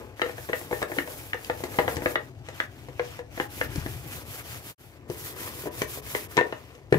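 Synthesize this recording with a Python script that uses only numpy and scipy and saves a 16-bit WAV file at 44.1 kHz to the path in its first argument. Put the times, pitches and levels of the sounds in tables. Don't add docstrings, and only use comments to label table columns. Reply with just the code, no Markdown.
import sys
import numpy as np
from scipy import signal
from scipy.fft import rfft, irfft
from scipy.io import wavfile
from scipy.ndimage import uniform_filter1d

SR = 44100
rng = np.random.default_rng(int(sys.argv[2]) if len(sys.argv) > 2 else 0)


def field_ratio(decibels):
    return 10 ** (np.asarray(decibels, dtype=float) / 20)


def unload_audio(sound):
    columns = np.transpose(np.atleast_2d(sound))
    steps = np.round(np.clip(columns, -1, 1) * 32767)
    wavfile.write(sys.argv[1], SR, steps.astype(np.int16))


N = 308170
TURN_S = 4.76
LAG = 8
MIDDLE_HZ, UPPER_HZ = 620, 1200

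# (start [s], length [s], speed [dB], pad pressure [dB], share of the stroke
STROKES_OUTSIDE = [(-.15, 0.28, -61.5, -2.5, 0.28), (0.171, 0.23, -55, -1, 0.43), (.355, 0.16, -50, -8, 0.52),
                   (0.503, .17, -47, -10, 0.57), (0.669, 0.19, -47, -8, 0.56), (0.855, .205, -47, -8.5, 0.62),
                   (1.068, 0.31, -47, -10, 0.24), (1.345, 0.17, -51.5, -5, 0.66), (1.478, 0.22, -51, -6, 0.62),
                   (1.68, 0.18, -46.5, -7, 0.58), (1.851, .13, -46, -6, 0.55), (1.985, 0.18, -46.5, -7, 0.57),
                   (2.17, 0.15, -64.5, 1, 0.33),
                   (2.44, 0.11, -66.5, 7, 0.59), (2.54, 0.12, -56.5, 2, 0.48), (2.66, 0.5, -66, 1, 0.39),
                (2.98, 0.23, -58, 3, 0.54), (3.3, 0.17, -51, -3, 0.68), (3.49, 0.19, -46.5, -7, 0.56),
                (3.69, 0.17, -50, -2.5, 0.5), (3.85, 0.28, -49.5, -6.5, 0.18), (4.05, 0.18, -46.5, -7, .55),
                (4.245, 0.18, -45.5, -8, 0.6), (4.435, 0.17, -46.5, -5.5, 0.55),
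                (4.61, 0.15, -48, -8.5, 0.54)]
STROKES_INSIDE = [(4.76, 0.23, -58, -4.5, 0.16), (5.085, .07, -47.5, -7.5, 0.64),
                  (5.15, .19, -40, -11.5, 0.55), (5.345, 0.19, -41, -8, 0.57),
                  (5.525, 0.16, -42.5, -10.5, 0.5), (5.71, 0.14, -41, -8, 0.63),
                  (5.86, 0.14, -40.5, -10, 0.6), (6.025, 0.24, -40, -9, 0.54), (6.295, .12, -49, -5, 0.42),
                  (6.38, 0.48, -60, 1, 0.092), (6.91, 0.22, -47, -8, 0.56)]
# (frequency [Hz], density [dB per Hz])
HISS = [(2940, -3), (5000, -5), (7900, -2.5), (8580, -4), (12400, 2.5), (14900, -2.5), (15600, 2),
        (16000, -33)]
SCRAPE = [(500, -0.5), (1500, 2.5), (2500, 3.5), (4000, -5), (6000, -6), (8500, -11.5), (12000, -30)]
RUMBLE = [(15, -55), (25, -28), (41, -15.5), (70, -4), (108, -0.5), (138, -2.5), (182, -22), (270, -12),
          (400, -15), (520, -50), (880, -120)]
AIR = [(88, -22), (150, 19), (197, -6.5), (398, -4.5), (555, 2), (662, 7), (1240, -12), (2760, -35),
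       (12400, -42), (16000, -49)]
# (frequency [Hz], correlation [1])
SAME = [(60, .98), (300, .93), (1500, .75), (2800, .45), (6000, .15), (15000, .05)]
# (frequency [Hz], level difference [dB])
LEFT = [(60, 9.5), (180, 3), (550, 6.5), (1650, 2), (4970, 2), (15000, -2.5)]
# (time [s], freedom of the wall to hum [dB], weight on the counter [dB])
GRIP = [(0.0, -39, -50.5), (.3, -67, -50), (.57, -50.5, -48), (1.13, -43.5, -47.5), (1.35, -54, -51),
        (1.87, -38, -43), (2.2, -40.5, -48), (2.3, -66, -47.5), (3.4, -67, -48), (3.65, -44, -41),
        (3.9, -56, -41.5), (4.15, -48.5, -46.5), (4.9, -58.5, -51.5), (5.14, -49, -45.5), (5.4, -40.5, -45),
        (6.02, -47, -44), (6.48, -45, -50), (6.99, -58, -47.5)]
# (frequency [Hz], level [dB], t60 [s])
POT_OUTSIDE = [(325, -8, .1), (404, -10, .13), (479, -4, .17), (525, -8, .12), (668, -7, .13),
               (829, -7, .2), (990, -8, .12), (1157, -12, .1), (1400, -7, .1), (1690, -5, .11),
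               (1810, -6, .11), (1950, -4, .08), (2120, -6, .08), (2680, -13, .05)]
POT_INSIDE = [(375, -8, .1), (440, -4, .11), (500, -10, .1), (675, -8, .12), (834, -12, .16),
              (985, -6, .14), (1110, -12, .1), (1420, -8, .1), (1620, -8, .12), (1814, -1, .13),
              (1981, -5, .1), (2466, -10, .06), (2692, -10, .06), (2900, -12, .06)]
CLANK = [(248.4, -2.5, 0.027), (450, -2, 0.062), (774, -5.5, 0.034), (1050, -8, 0.03), (1510, -15.5, 0.023),
         (1822, 4.5, 0.029), (2280, -8.5, 0.017), (2750, -7, 0.015), (4470, -26.5, 0.039)]
# (time [s], peak level [dB], wall note [Hz], hardness [dB])
KNOCKS_OUTSIDE = [(.194, -27, 312, -9), (.216, -14.5, 492, 2), (.261, -25.5, 494, -18), (.293, -31, 450, -5),
                  (.38, -30.5, 500, -11), (.488, -27.5, 337, -22), (.493, -25.5, 447, -17.5),
                  (.53, -19, 513, -4.5), (.612, -32.5, 335, -12), (.71, -23.5, 471, -21),
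                  (.726, -22, 442, -20.5), (.817, -21, 454, -16.5), (.825, -20, 428, -12.5),
                  (.897, -34.5, 590, -25), (.916, -27, 338, -8), (.966, -31, 450, -24), (.984, -16.5, 344, -2),
                  (1.074, -31.5, 613, -16),
                  (1.331, -20, 310, 4), (1.343, -27, 454, -19), (1.443, -53, 477, -21),
               (1.497, -17.5, 486, -8), (1.604, -30, 520, -19), (1.636, -20.5, 370, -16),
               (1.741, -31.5, 478, -12), (1.786, -12.5, 625, -9.5), (1.797, -20.5, 475, -17),
               (1.878, -17.5, 516, -8), (1.957, -31, 297, -20), (1.967, -27, 325, -10),
               (2.019, -24.5, 293, -15), (2.058, -13.5, 495, -10.5), (2.155, -15, 434, -2),
               (2.485, -31.5, 520, -14.5), (2.6, -16, 542, 4.5), (2.884, -35, 504, -19.5),
               (2.994, -20.5, 482, -7.5), (3.189, -32, 503, -8), (3.375, -30, 494, -12),
               (3.398, -17, 516, -8), (3.611, -16, 510, -1.5), (3.756, -31, 286, -32),
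               (3.86, -26, 290, -7.5)]
KNOCKS_INSIDE = [(5.098, -26.5, 410, -34), (5.112, -31.5, 442, -28), (5.634, -32.5, 394, -28),
                 (5.656, -27, 410, -25), (5.67, -22.5, 395, -20), (5.737, -35.5, 433, -17),
                 (5.817, -13.5, 407, -13), (5.973, -30.5, 430, -34), (6.148, -16, 420, -9),
                 (6.368, -16, 454, -9), (6.447, -45, 436, -16), (6.466, -32, 425, -22),
                 (6.523, -23, 450, -8), (6.749, -45, 484, -20), (6.941, -17.5, 380, -11)]
KNOCKS_FURTHER = [
    (6.923, -14, 320, -6),
    (6.375, -10.5, 447, -8),
    (6.387, -11, 490, -5),
    (6.409, -12, 436, -14),
]
# (time [s], peak level [dB])
SNAGS = [(0.215, -38), (.825, -36), (1.444, -37), (1.637, -36), (1.957, -39), (1.966, -33), (2.485, -42.5),
         (3.611, -40), (3.756, -34), (5.098, -38.5), (5.817, -27), (6.148, -37), (6.367, -23.5),
         (6.749, -50), (6.923, -31.5)]
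# (time [s], peak level [dB], frequency [Hz], t60 [s])
PINGS = [(.535, -34, 1790, 0.13), (5.818, -21, 2300, 0.038), (.73, -29, 1810, 0.078),
         (3.19, -33.5, 484, 0.14), (.22, -23, 486, 0.15), (2.157, -25, 1900, 0.084),
         (2.601, -37, 1850, .14), (6.929, -26, 2300, .06), (2.995, -29.5, 485, 0.16),
         (3.404, -36, 829, 0.36), (6.378, -16, 960, 0.12), (6.378, -18, 1808, 0.12),
         (6.387, -24, 2650, 0.037)]
THUDS = [(0.525, -34, 274, 0.088), (0.98, -22.5, 280, 0.067), (1.637, -33.5, 279, 0.12),
         (1.967, -20, 111, 0.037), (3.778, -9.5, 112, 0.025), (3.858, -30, 273, 0.1),
         (4.281, -32.5, 100.6, 0.16), (5.094, -26, 127, 0.073), (6.92, -14, 122.6, 0.12),
         (6.953, -8.5, 166, 0.035), (6.972, -15, 117, 0.054)]
SLAM = (6.9245, 2.2, 422, 0.033)
# (frequency [Hz], t60 [s])
ROOM = [(100, 0.12), (500, 0.29), (2000, 0.19), (6000, 0.18)]
# (time [s], level [dB])
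SCENE_CHANGE = [
    (4.71, 2),
    (4.745, -23),
    (4.752, -60),
    (4.776, -57),
    (4.782, -16),
    (4.81, -0.5),
]


def evened(x):
    return x / np.sqrt(np.mean(x ** 2) + 1e-20)


def read(points, hz):
    f, value = np.transpose(points)
    return np.interp(np.log(hz + 1), np.log(f + 1), value)


def level(table, column):
    rows = np.transpose(table)
    return field_ratio(np.interp(np.arange(N) / SR, rows[0], rows[column]))


def add(mix, s, sound):
    part = mix[..., round(s * SR):][..., :sound.shape[-1]]
    part += sound[..., :part.shape[-1]]


def grit(per_s, spread_db):
    size = field_ratio(spread_db * np.minimum(rng.exponential(1, (2, N)), 5))
    slips = rng.random((2, N)) < per_s / SR
    return rng.standard_normal((2, N)) * size * slips


def ports(pair):
    hz, z = np.fft.rfftfreq(N, 1 / SR), rfft(pair)
    same = read(SAME, hz)
    delay = np.exp(-2j * np.pi * hz * LAG / SR)
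    right = (same * z[0] + np.sqrt(1 - same ** 2) * z[1]) * delay
    tilt = field_ratio(read(LEFT, hz) / 2)
    return irfft(np.array([z[0] * tilt, right / tilt]), N)


def coloured(pair, spectrum, patchy_db, size=512):
    hz, t, z = signal.stft(pair, SR, nperseg=size, noverlap=size * 3 // 4)
    patches = uniform_filter1d(rng.standard_normal((len(hz), len(t))), size=8, axis=0)
    patches = evened(uniform_filter1d(patches, size=12, axis=1))
    z = z * field_ratio(read(spectrum, hz)[:, None] + patchy_db * patches)
    shaped = signal.istft(z, SR, nperseg=size, noverlap=size * 3 // 4)[1]
    return evened(ports(shaped[:, :N]))


def ring(modes, gains_db, damping=0.86, size=SR // 3, rise=0.00031):
    hz, db, t60 = np.transpose(modes)[:, :, None]
    t = np.arange(size) / SR
    decay = field_ratio(db + gains_db[:, None] - 60 * t / (t60 * damping))
    return (decay * np.sin(2 * np.pi * hz * t)).sum(0) * (1 - np.exp(-t / rise)) ** 2


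def hand():
    overlap_s, roundness, rest_db, scrape_follows, tremble_db = .012, 0.79, -76, 0.7, 1.
    t = np.arange(N) / SR
    speed, press = field_ratio(2 * rest_db), field_ratio(2 * rest_db + 12)
    for start, length, speed_db, press_db, lean in STROKES_OUTSIDE + STROKES_INSIDE:
        u = np.clip((t - start + overlap_s) / (length + 2 * overlap_s), 0, 1)
        warp = np.log(.5) / np.log(np.clip(lean, .05, .95))
        arch = abs(np.sin(np.pi * u ** warp)) ** (2 * roundness)
        speed = speed + field_ratio(2 * speed_db) * arch
        press = press + field_ratio(2 * (speed_db + press_db)) * arch ** scrape_follows * (arch > 1e-9)
    shake = uniform_filter1d(rng.standard_normal(N), size=700)
    shake = evened(uniform_filter1d(shake, size=700))
    return np.sqrt([speed, press]) * field_ratio(tremble_db * shake)


def wool():
    wires = [(3000, -40)] + list(HISS)
    hiss = coloured(grit(per_s=16000, spread_db=1.2), wires, patchy_db=.8)
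    scrape = coloured(grit(per_s=7000, spread_db=2), SCRAPE, patchy_db=1.6)
    speed, press = hand()
    return field_ratio(1.5) * hiss * speed + field_ratio(7.5) * scrape * press


def murmur(slips, pot):
    upper_db = -7.5 * (np.transpose(pot)[0] > UPPER_HZ)
    wall = ring(pot, upper_db, damping=0.16)
    return evened(signal.oaconvolve(slips, wall[None], axes=1)[:, :N])


def hum():
    slips = grit(per_s=2500, spread_db=2)
    inside = np.arange(N) > TURN_S * SR
    walls = np.where(inside, murmur(slips, POT_INSIDE), murmur(slips, POT_OUTSIDE))
    return field_ratio(-3.5) * evened(ports(walls)) * level(GRIP, 1)


def kitchen():
    rumble = coloured(rng.standard_normal((2, N)), RUMBLE, patchy_db=-1.5, size=2048)
    air = coloured(rng.standard_normal((2, N)), AIR, patchy_db=.9)
    return rumble * level(GRIP, 2) + field_ratio(-59) * air


def tick(peak_db):
    chatter = rng.uniform(-.5, .5, 400) * np.exp(-np.arange(400) / SR / .003)
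    band = signal.butter(2, [2200, 7500], "band", fs=SR)
    return field_ratio(peak_db + 18.5) * signal.lfilter(*band, chatter)


def knock(s, peak_db, hz, upper_db):
    middle_db = min(-2.5 + 0.57 * upper_db, -7)

    def share_db(f):
        return np.select([f > UPPER_HZ, f > MIDDLE_HZ], [upper_db + 13.0, middle_db + 13.5], 0)

    pot = np.array(POT_INSIDE if s > TURN_S else POT_OUTSIDE, float)
    pot[:, 0] *= rng.uniform(.975, 1.025, len(pot))
    place_db = rng.uniform(-5, 5, len(pot))
    body = ring(pot, place_db + share_db(pot[:, 0]) - 6.5, damping=rng.uniform(.32, .59))
    add(body, 0, ring([(hz, 1.5, .07)], np.zeros(1)))

    f, db, t60 = np.transpose(CLANK)
    crowd_hz = np.linspace(f[0] ** .5, f[-1] ** .5, 48) ** 2 * rng.uniform(.95, 1.05, 48)
    crowd = np.transpose([crowd_hz, np.interp(crowd_hz, f, db), np.interp(crowd_hz, f, t60)])
    crowd_db = share_db(crowd_hz) + rng.uniform(-9.0, -1.4, 48)
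    mixed = crowd.copy()
    mixed[:, 0] *= rng.choice([-1, 1], 48)
    add(body, 0, ring(mixed, crowd_db, size=4000))
    add(body, .0012, ring(crowd, crowd_db - 4.0, damping=0.25, size=1000))

    body = field_ratio(peak_db + 3.0) * body / abs(body[:900]).max()
    add(body, .001, tick(-49 + 0.29 * (peak_db + 23.5)))
    return body


def note(peak_db, hz, t60):
    t = np.arange(SR // 4) / SR
    decay = field_ratio(peak_db - 1.0 - 60 * t / t60)
    return decay * np.sin(2 * np.pi * hz * t) * (1 - np.exp(-t / 0.0015))


def room(x):
    taps = np.zeros((2, SR // 2))
    at = np.arange(200, SR // 2 - 20, 20)
    at = at + rng.integers(0, 20, (2, len(at)))
    np.put_along_axis(taps, at, rng.choice([-1., 1.], at.shape), 1)
    hz, t, z = signal.stft(taps, SR, nperseg=256)
    z[1, :3] = z[0, :3]
    tail = signal.istft(z * field_ratio(-60 * t / read(ROOM, hz)[:, None]), SR, nperseg=256)[1]
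    return signal.fftconvolve(x, tail / np.linalg.norm(tail[0]), axes=1)[:, :N]


def scene():
    blows = np.zeros(N)
    for row in KNOCKS_OUTSIDE + KNOCKS_INSIDE + KNOCKS_FURTHER:
        add(blows, row[0] + .001, knock(*row))
    for s, *mode in list(THUDS) + PINGS + [SLAM]:
        add(blows, s, note(*mode))
    for s, peak_db in SNAGS:
        add(blows, s + .002, tick(peak_db))
    hz = np.fft.rfftfreq(N, 1 / SR)
    shade_db = read([(100, -7.0), (500, -4.5), (2000, -2.5), (8000, -15.5)], hz)
    right = np.roll(irfft(rfft(blows) * field_ratio(shade_db), N), LAG)
    right = right + .55 * np.roll(np.diff(right, prepend=0), 37) * 4
    pair = field_ratio(2.0) * np.array([blows, right])
    return pair + field_ratio(-6.5) * room(pair) + wool() + hum() + kitchen()


def roll_off(x):
    return signal.sosfilt(signal.butter(12, 16650, fs=SR, output="sos"), x)


def record(dry):
    x = signal.sosfilt(signal.butter(4, 48, "high", fs=SR, output="sos"), dry)
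    lowpass = signal.firwin(401, 15650, window=("kaiser", 7), fs=SR)
    x = signal.oaconvolve(x, lowpass[None], "same")
    return roll_off(x * level(SCENE_CHANGE, 1))


dry = scene()
out = record(dry)
unload_audio(out)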